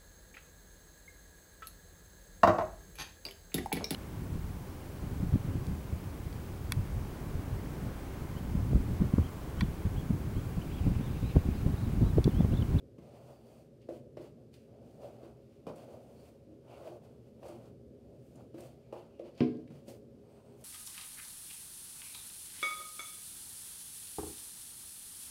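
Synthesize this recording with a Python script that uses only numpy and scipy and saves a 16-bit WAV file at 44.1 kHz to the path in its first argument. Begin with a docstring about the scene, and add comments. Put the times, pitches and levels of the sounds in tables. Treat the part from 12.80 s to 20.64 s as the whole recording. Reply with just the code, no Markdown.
"""Brushing long hair

A paddle brush works through long hair in short strokes, in a small hard room with humming ventilation. The
cushion knocks as it lands; slipping bristles shake it and scrape the scalp while the strands hiss. Late on,
something hollow nearby takes a thump and a softer second bump, ringing until it is damped, and a dull low thump
follows."""
import sys
import numpy as np
from scipy import signal
from scipy.fft import rfft, irfft, next_fast_len
from scipy.io import wavfile
from scipy.ndimage import map_coordinates

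SR = 44100
rng = np.random.default_rng(int(sys.argv[2]) if len(sys.argv) > 2 else 0)


def wrap_up_sound(samples):
    """Save the sound to the file named by the first command line argument, as 16-bit audio."""
    columns = np.atleast_2d(samples).T
    # keep every value between -1 and 1, then stretch to whole-number steps
    tamed = np.clip(columns, -1, 1)
    steps = np.round(tamed * 32767).astype(np.int16)
    wavfile.write(sys.argv[1], SR, steps)


N = 345744

# rumble of the ventilation: f/Hz, level/dB
VENT_COLOUR = [(18, -24), (30, -6), (102, 5.5), (173, -2.5), (244, 5.5), (312, -1.5), (447, 0.5),
               (535, -2.5), (860, -38), (1500, -47), (1950, -57), (3300, -120)]
# room modes that the ventilation drives: f/Hz, width/Hz, level/dB
VENT_DRONES = [(68.4, 19, -64), (123.6, 24, -61), (159.3, 14, -69.5), (227.6, 22, -66), (344, 25, -72),
               (405.9, 20.6, -66.5), (547.2, 27, -69.5)]
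# thin electric whine: f/Hz, width/Hz, level/dB
ELECTRIC_WHINE = (11520, 20, -104)
# microphone self-noise: f/Hz, level/dB
MIC_HISS = [(500, 3.5), (1200, 3.5), (2000, -2), (5000, -4), (10000, -10.5), (13500, -10.5), (15000, -20),
            (15700, -28)]
# microphone port resonances: f/Hz, width/Hz, level/dB
MIC_PORT = [(2760, 210, -24), (5020, 330, -14.5), (8970, 610, -6)]
# decay of the room: f/Hz, t60/s
ROOM_DECAY = [(150, 0.54), (600, 0.51), (3000, 0.26), (10000, 0.41)]

# blows on the hollow body: t/s, ring level/dB, crack level/dB, free ring/s, softness/(dB per kHz)
THUMPS = [(6.605, -22.5, -32.5, 0.081, 2), (6.752, -41.5, -68, 0.031, 11.5)]
# modes of the hollow body: f/Hz, level/dB, t60/s
HOLLOW_MODES = [(148.6, -3, 0.3), (177.6, 1, 0.13), (244.8, 5, 0.2), (287.4, -0.5, 0.25), (314, -2, 0.22),
                (377, -4.5, 0.26), (440.8, -8.5, 1), (540, -13.5, 0.2), (713, -16.5, 0.21),
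                (1040, -21.5, 0.18), (1607, -21, 0.127), (2200, -33.5, 0.47), (2297, -32, 0.29),
                (3860, -41, .1)]
# its crack and rattle: f/Hz, level/dB
CRACK_COLOUR = [(600, -45), (1000, 3), (1600, -10.5), (2300, -1), (3200, -4), (5000, -13), (7500, -39),
                (10000, -53)]

# cushion of the brush: f/Hz, width/Hz, level/dB
CUSHION_MODES = [(461, 215, -2), (600, 197, 1.5)]
# air under the cushion: f/Hz, width/Hz, level/dB
POCKET_MODE = (346.4, 26.4, -1.2)
# hard back of the brush: f/Hz, width/Hz, level/dB
PADDLE_MODES = [(800, 186, 12.5), (1210, 200, 2), (2390, 130, -2.5), (3050, 110, -13)]
# bed of bristles bending under a pull: f/Hz, width/Hz, level/dB
BRISTLE_MODE = (670, 198, 0)
# low thud on the head: f/Hz, width/Hz, level/dB
HEAD_MODES = [(142, 29, -6.0), (249, 112, -9.5)]
# peaks as the brush lands, plus one dull low thump nearby at 6.9 s: t/s, cushion knock/dB, air puff/dB, head
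# thud/dB, paddle clack/dB
LANDINGS = [(0.184, -55, -55, -42, -58), (1.088, -31, -37, -44, -52), (1.37, -37.5, -40, -48, -52),
            (2.431, -47.5, -45.5, -54, -69), (2.868, -35, -45.5, -37, -37.5), (4.076, -49, -43.5, -68, -51),
            (4.629, -44.5, -65, -57, -47), (4.652, -41, -61, -65, -66), (5.743, -46, -39.5, -69, -67),
            (6.126, -33.5, -42.5, -66, -41), (6.395, -34, -44.5, -53.5, -58.5),
            (6.903, -57.5, -75, -40.5, -69), (7.079, -45, -47.5, -48, -68)]
# bristles snag and let go: t/s, peak level/dB, f/Hz, t60/s
SNAGS = [(.183, -65, 2920, .05), (1.017, -69, 4860, 0.068), (1.371, -58.5, 2350, 0.065),
         (1.74, -55, 4060, 0.041), (2.867, -56, 3050, .05), (2.959, -58, 8300, .05), (3.92, -67, 2590, .05),
         (4.076, -58, 2350, 0.056), (4.255, -68, 2730, 0.036), (4.683, -53.5, 7900, .05),
         (4.856, -64, 4520, .05), (4.631, -57, 2370, .04), (5.557, -59, 6790, 0.035),
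         (5.742, -65, 2360, 0.033), (5.781, -56, 1500, 0.025), (5.806, -52, 8450, 0.042),
         (5.807, -52.5, 4600, 0.019), (6.394, -59, 2910, 0.044), (6.551, -64, 4220, 0.046),
         (6.577, -55, 4050, 0.055), (6.77, -62, 4500, .02), (6.876, -57.5, 2330, 0.041),
         (7.08, -52.5, 4800, 0.12), (7.811, -56, 10900, 0.053)]

# bristle tips on the scalp: f/Hz, level/dB
SCRAPE_COLOUR = [(500, -37.5), (780, 5), (1050, -1), (1500, -7.5), (1750, -23), (2500, -44.5)]
# hiss of the strands: f/Hz, level/dB
HAIR_COLOUR = [(1300, -6.5), (1900, -3), (2500, 1), (3000, 0), (3900, -6.5), (4500, -1.5), (6000, -16),
               (8000, -21.5), (12000, -34)]
# fine sheen on top of that hiss: f/Hz, level/dB
SHEEN_COLOUR = [(4000, -33), (6000, -3.5), (7500, -3.5), (9000, -3), (11000, -5), (15500, -5)]
# narrow bands and brief hums among the strokes: start/s, end/s, f/Hz, width/Hz, level/dB
SWELLS = [(.38, .85, 4640, 200, -86), (3.353, 3.47, 4370, 640, -78), (3.65, 3.823, 312.4, 8.6, -58),
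          (3.875, 3.99, 2600, 1100, -70), (4.65, 4.78, 342, 28, -54.5), (6.028, 6.117, 2320, 300, -85),
          (6.15, 6.24, 2760, 400, -75.5), (6.268, 6.51, 2700, 440, -81), (7.452, 7.84, 8300, 730, -87)]
# pulls of the brush: full at t/s, rise/s, hold/s, fall/s, drag/dB, scrape/dB, hiss/dB, sheen/dB
PULLS = [(0.224, .03, 0.14, .2, -61, -73.5, -77, -83),
         (0.462, 0.29, 0.042, 0.17, -56.5, -65.5, -73.5, -75.5),
         (0.695, 0.3, .12, 0.085, -63.5, -74.5, -78, -78), (1.016, .012, 0.014, 0.091, -73, -96, -76, -100),
         (1.133, 0.076, 0.036, 0.076, -69, -71, -71.5, -75),
         (1.417, .04, 0.039, 0.096, -64, -67, -70, -76.5), (1.604, .1, .02, .15, -68, -84, -87, -95),
         (1.738, .02, 0.0046, 0.19, -69, -83, -71.5, -76.5),
         (1.908, .06, 0.057, 0.27, -60.5, -74.5, -83, -100),
         (2.067, 0.11, 0.09, 0.24, -64, -79, -80.5, -81.5),
         (2.231, 0.077, .005, 0.32, -48, -62.5, -70, -74.5),
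         (2.446, 0.068, .005, 0.14, -59, -64, -72.5, -79), (2.723, 0.31, .05, .15, -81, -90, -80.5, -87),
         (2.89, 0.025, .005, 0.088, -46, -55, -70.5, -85), (2.97, .06, 0.032, 0.21, -57, -66, -70, -75),
         (3.107, 0.32, 0.025, 0.33, -54, -66.5, -75.5, -77.5),
         (3.444, 0.46, 0.027, 0.15, -62.5, -71.5, -74, -75), (3.728, .1, 0.0092, 0.075, -71, -82, -87, -95),
         (3.913, 0.082, 0.13, .2, -55.5, -62, -72, -77.5), (4.069, .1, .01, 0.08, -46.5, -63, -69, -75),
         (4.125, .1, 0.046, .05, -54.5, -67, -79, -81), (4.242, 0.067, .005, 0.27, -63, -71, -78.5, -81),
         (4.484, .2, 0.0043, 0.12, -69, -83, -82, -87), (4.661, 0.077, 0.019, 0.21, -50.5, -59.5, -66, -71),
         (4.86, 0.18, .02, 0.088, -73, -68, -78, -80), (5.33, 0.23, 0.029, 0.082, -62, -90, -86, -88),
         (5.42, .1, 0.14, 0.23, -78, -94, -82.5, -81.5),
         (5.594, 0.081, .005, 0.11, -58.5, -66.5, -76.5, -82),
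         (5.786, .03, 0.074, 0.1, -55, -65.5, -68.5, -70),
         (6.166, 0.065, 0.028, 0.17, -58.5, -63, -72.5, -82),
         (6.456, 0.049, .03, 0.094, -63, -67.5, -71, -85), (6.591, 0.053, .005, 0.23, -57, -67, -63, -80),
         (6.8, 0.12, .01, 0.12, -66, -87, -89, -92), (6.956, 0.1, 0.0056, 0.17, -65, -75, -74, -80),
         (7.092, 0.035, .005, 0.097, -53.5, -65, -64, -62.5),
         (7.524, 0.37, 0.22, 0.24, -67, -74, -80, -84.5), (7.81, 0.087, 0.018, .1, -63, -74, -75.5, -71)]
# hair still shifting between pulls: drag/dB, scrape/dB, hiss/dB, sheen/dB
REST_LEVELS = (-74.5, -91.5, -91, -100)


def amp(db):
    """Decibels to gain."""
    return 10 ** (np.asarray(db) / 20)


def unit(x):
    """Level a signal to rms 1."""
    return x / np.sqrt(np.mean(x ** 2) + 1e-20)


def along(points, hz):
    """Read a curve of (f/Hz, value) points on a log frequency axis."""
    f, values = np.transpose(points)
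    return np.interp(np.log(hz + 1), np.log(f + 1), values)


def wobble(knots_per_s):
    """A smooth random drift."""
    knots = rng.standard_normal(int(N * knots_per_s / SR) + 4)
    return map_coordinates(knots, [np.arange(N) * knots_per_s / SR])


def filtered(x, response):
    """Play x through a complex frequency response."""
    size = next_fast_len(len(x) + SR // 2)
    return irfft(rfft(x, size) * response(np.fft.rfftfreq(size, 1 / SR)), size)[:len(x)]


def coloured(x, colour):
    """EQ x with a (f/Hz, level/dB) curve, then level it to rms 1."""
    return unit(filtered(x, lambda hz: amp(along(colour, hz))))


def resonances(modes):
    """Response of (f/Hz, width/Hz, level/dB) resonators, summed in alternating polarity."""
    return lambda f: sum((-1) ** k * amp(db) * 1j * f * width / (hz * hz - f * f + 1j * f * width)
                         for k, (hz, width, db) in enumerate(modes))


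def steep(modes):
    """The resonators applied twice, for darker valleys."""
    return lambda f: resonances(modes)(f) ** 2


def noise_band(hz, width):
    """Noise through one steep resonance, rms 1."""
    return unit(filtered(rng.standard_normal(N), steep([(hz, width, 0)])))


def struck(response, contact_s, shake, t60):
    """A body's answer, peak 1, to a short push and a dying shake; longer contact is duller."""
    t = np.arange(SR // 4) / SR
    push = t / contact_s * np.exp(1 - t / contact_s)
    shudder = shake * amp(-60 * t / t60) * rng.standard_normal(len(t))
    answer = filtered(push + shudder, response)
    return answer / np.abs(answer).max()


def room_tone():
    """The bed: ventilation air, the room modes it drives, an electric whine and microphone hiss."""
    air = amp(-58.5 + 2.5 * wobble(2.787)) * coloured(rng.standard_normal(N), VENT_COLOUR)
    for hz, width, db in VENT_DRONES + [ELECTRIC_WHINE]:
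        air += amp(db + 0.61 * wobble(2.31)) * noise_band(hz, width)
    return air + amp(-80.5) * coloured(rng.standard_normal(N), MIC_HISS)


def reverb(x):
    """The hard room answers with a short tail, each frequency dying at its own speed."""
    hz, t, spectra = signal.stft(rng.standard_normal(SR // 2), SR, nperseg=256)
    decay = amp(-60 * t / along(ROOM_DECAY, hz)[:, None])
    tail = signal.istft(spectra * decay, SR, nperseg=256)[1]
    predelayed = np.pad(x, (250, 0))
    return signal.fftconvolve(predelayed, tail / np.linalg.norm(tail))[:N]


def hollow_thumps():
    """A hollow body cracks, rattles and rings until something resting on it damps it."""
    out = np.zeros(N + SR)
    t = np.arange(SR * 6 // 10) / SR
    for start, ring_db, crack_db, free_s, softness in THUMPS:
        damped_s = np.maximum(t - free_s, 0)
        ring = np.zeros(len(t))
        for hz, db, t60 in HOLLOW_MODES:
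            damping_db = 60 * damped_s / (0.08 + hz / 4000)  # grips the low, wide motions most
            mode_db = db - softness * hz / 1000 - 60 * t / t60 - damping_db
            ring += amp(mode_db) * np.sin(2 * np.pi * hz * t)
        rattle = coloured(rng.standard_normal(len(t)), CRACK_COLOUR) * np.minimum(t / 0.0009, 1) ** 2
        snap_and_tail = amp(-60 * t / 0.013) + amp(-15.5 - 60 * t / 0.2)
        out[round(start * SR):][:len(t)] += amp(crack_db) * rattle * snap_and_tail
        bloom = 1 - np.exp(-t / 0.0014)  # the body gives just after the crack
        out[round((start + .0018) * SR):][:len(t)] += amp(ring_db) * ring * bloom
    return out[:N]


def brush_hits():
    """Each landing knocks the cushion, puffs its air, thuds on the head and clacks; a late row gives a dull low
    thump nearby; snags tick."""
    out = np.zeros(N + SR)
    for start, knock_db, puff_db, thud_db, clack_db in LANDINGS:
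        knock = amp(knock_db) * struck(steep(CUSHION_MODES), contact_s=0.00031, shake=0.78, t60=0.15)
        puff = amp(puff_db) * struck(resonances([POCKET_MODE]), contact_s=0.00035, shake=0.87, t60=0.17)
        thud = amp(thud_db) * struck(resonances(HEAD_MODES), contact_s=0.0011, shake=0.83, t60=0.2)
        clack = amp(clack_db) * struck(resonances(PADDLE_MODES), contact_s=.00005, shake=0.26, t60=0.12)
        out[round(start * SR):][:SR // 4] += knock + puff + thud + clack
    for start, db, hz, t60 in SNAGS:
        bristle = steep([(hz, 0.84 * hz, 0)])
        tick = struck(bristle, contact_s=.00002, shake=0.78, t60=t60)
        out[round(start * SR):][:SR // 4] += amp(db) * tick
    return out[:N]


def strand_slips(per_s, spread_db, grit):
    """Friction: single strands slip in grains of random size over a steady rub."""
    sizes = amp(spread_db * rng.exponential(size=N)) * rng.standard_normal(N)
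    grains = unit(sizes * (rng.random(N) < per_s / SR))
    return grit * grains + rng.standard_normal(N)


def pull_envelopes(t, edge_db=20):
    """Gains of drag, scrape, hiss and sheen: each pull climbs edge_db in its rise, holds and falls."""
    power = amp(np.array(REST_LEVELS)[:, None] + 3.5 * wobble(4.1)) ** 2
    for full, rise, hold, fall, *layer_db in PULLS:
        before = np.maximum((full - t) / rise, 0)
        after = np.maximum((t - full - hold) / fall, 0)
        envelope = amp(-edge_db * (before + after))
        power += np.outer(amp(layer_db) ** 2, envelope ** 2)  # overlapping pulls add in power
    return np.sqrt(power)


def brush_strokes():
    """Slipping bristles shake the cushion and scrape the scalp; the strands hiss."""
    t = np.arange(N) / SR
    drag_gain, scrape_gain, hiss_gain, sheen_gain = pull_envelopes(t)
    catch_db = 0.78 * wobble(30)  # the pull catches and lets go
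    pull = strand_slips(per_s=400, spread_db=-1.0, grit=0.59)
    cushion = filtered(pull, steep(CUSHION_MODES))
    pocket = filtered(pull, resonances([POCKET_MODE]))
    bristles = filtered(pull, steep([BRISTLE_MODE]))
    drag = unit(cushion + 0.87 * pocket + 0.26 * bristles)
    rub = strand_slips(per_s=1500, spread_db=1.2, grit=.45)
    out = drag_gain * drag + scrape_gain * coloured(pull, SCRAPE_COLOUR)
    out += hiss_gain * coloured(rub, HAIR_COLOUR) + sheen_gain * coloured(rub, SHEEN_COLOUR)
    for start, end, hz, width, db in SWELLS:
        progress = np.clip((t - start) / (end - start), 0, 1)
        swell = np.sin(np.pi * progress) ** .5
        out += amp(db) * swell * noise_band(hz, width)
    return amp(catch_db) * out


def scene():
    """The mono mix: dry strokes up front, hits and thumps with reverb, room tone underneath."""
    hits, thumps = brush_hits(), hollow_thumps()
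    brush = brush_strokes() + hits + amp(-4.0) * reverb(hits)
    hollow = thumps + amp(-6.5) * reverb(thumps)
    return (brush + hollow + room_tone())[None]


def record(dry):
    """A small microphone sheds the deep bass, rings at its port and cuts the very top."""
    low_cut_hz, top_hz = 45, 15700

    def microphone(hz):
        low_cut = (1j * hz / (low_cut_hz + 1j * hz)) ** 4
        port = 1 + sum(resonances([mode])(hz) for mode in MIC_PORT)
        return low_cut * port * (hz < top_hz)
    return filtered(dry[0], microphone)[None]


dry = scene()
out = record(dry)
wrap_up_sound(out)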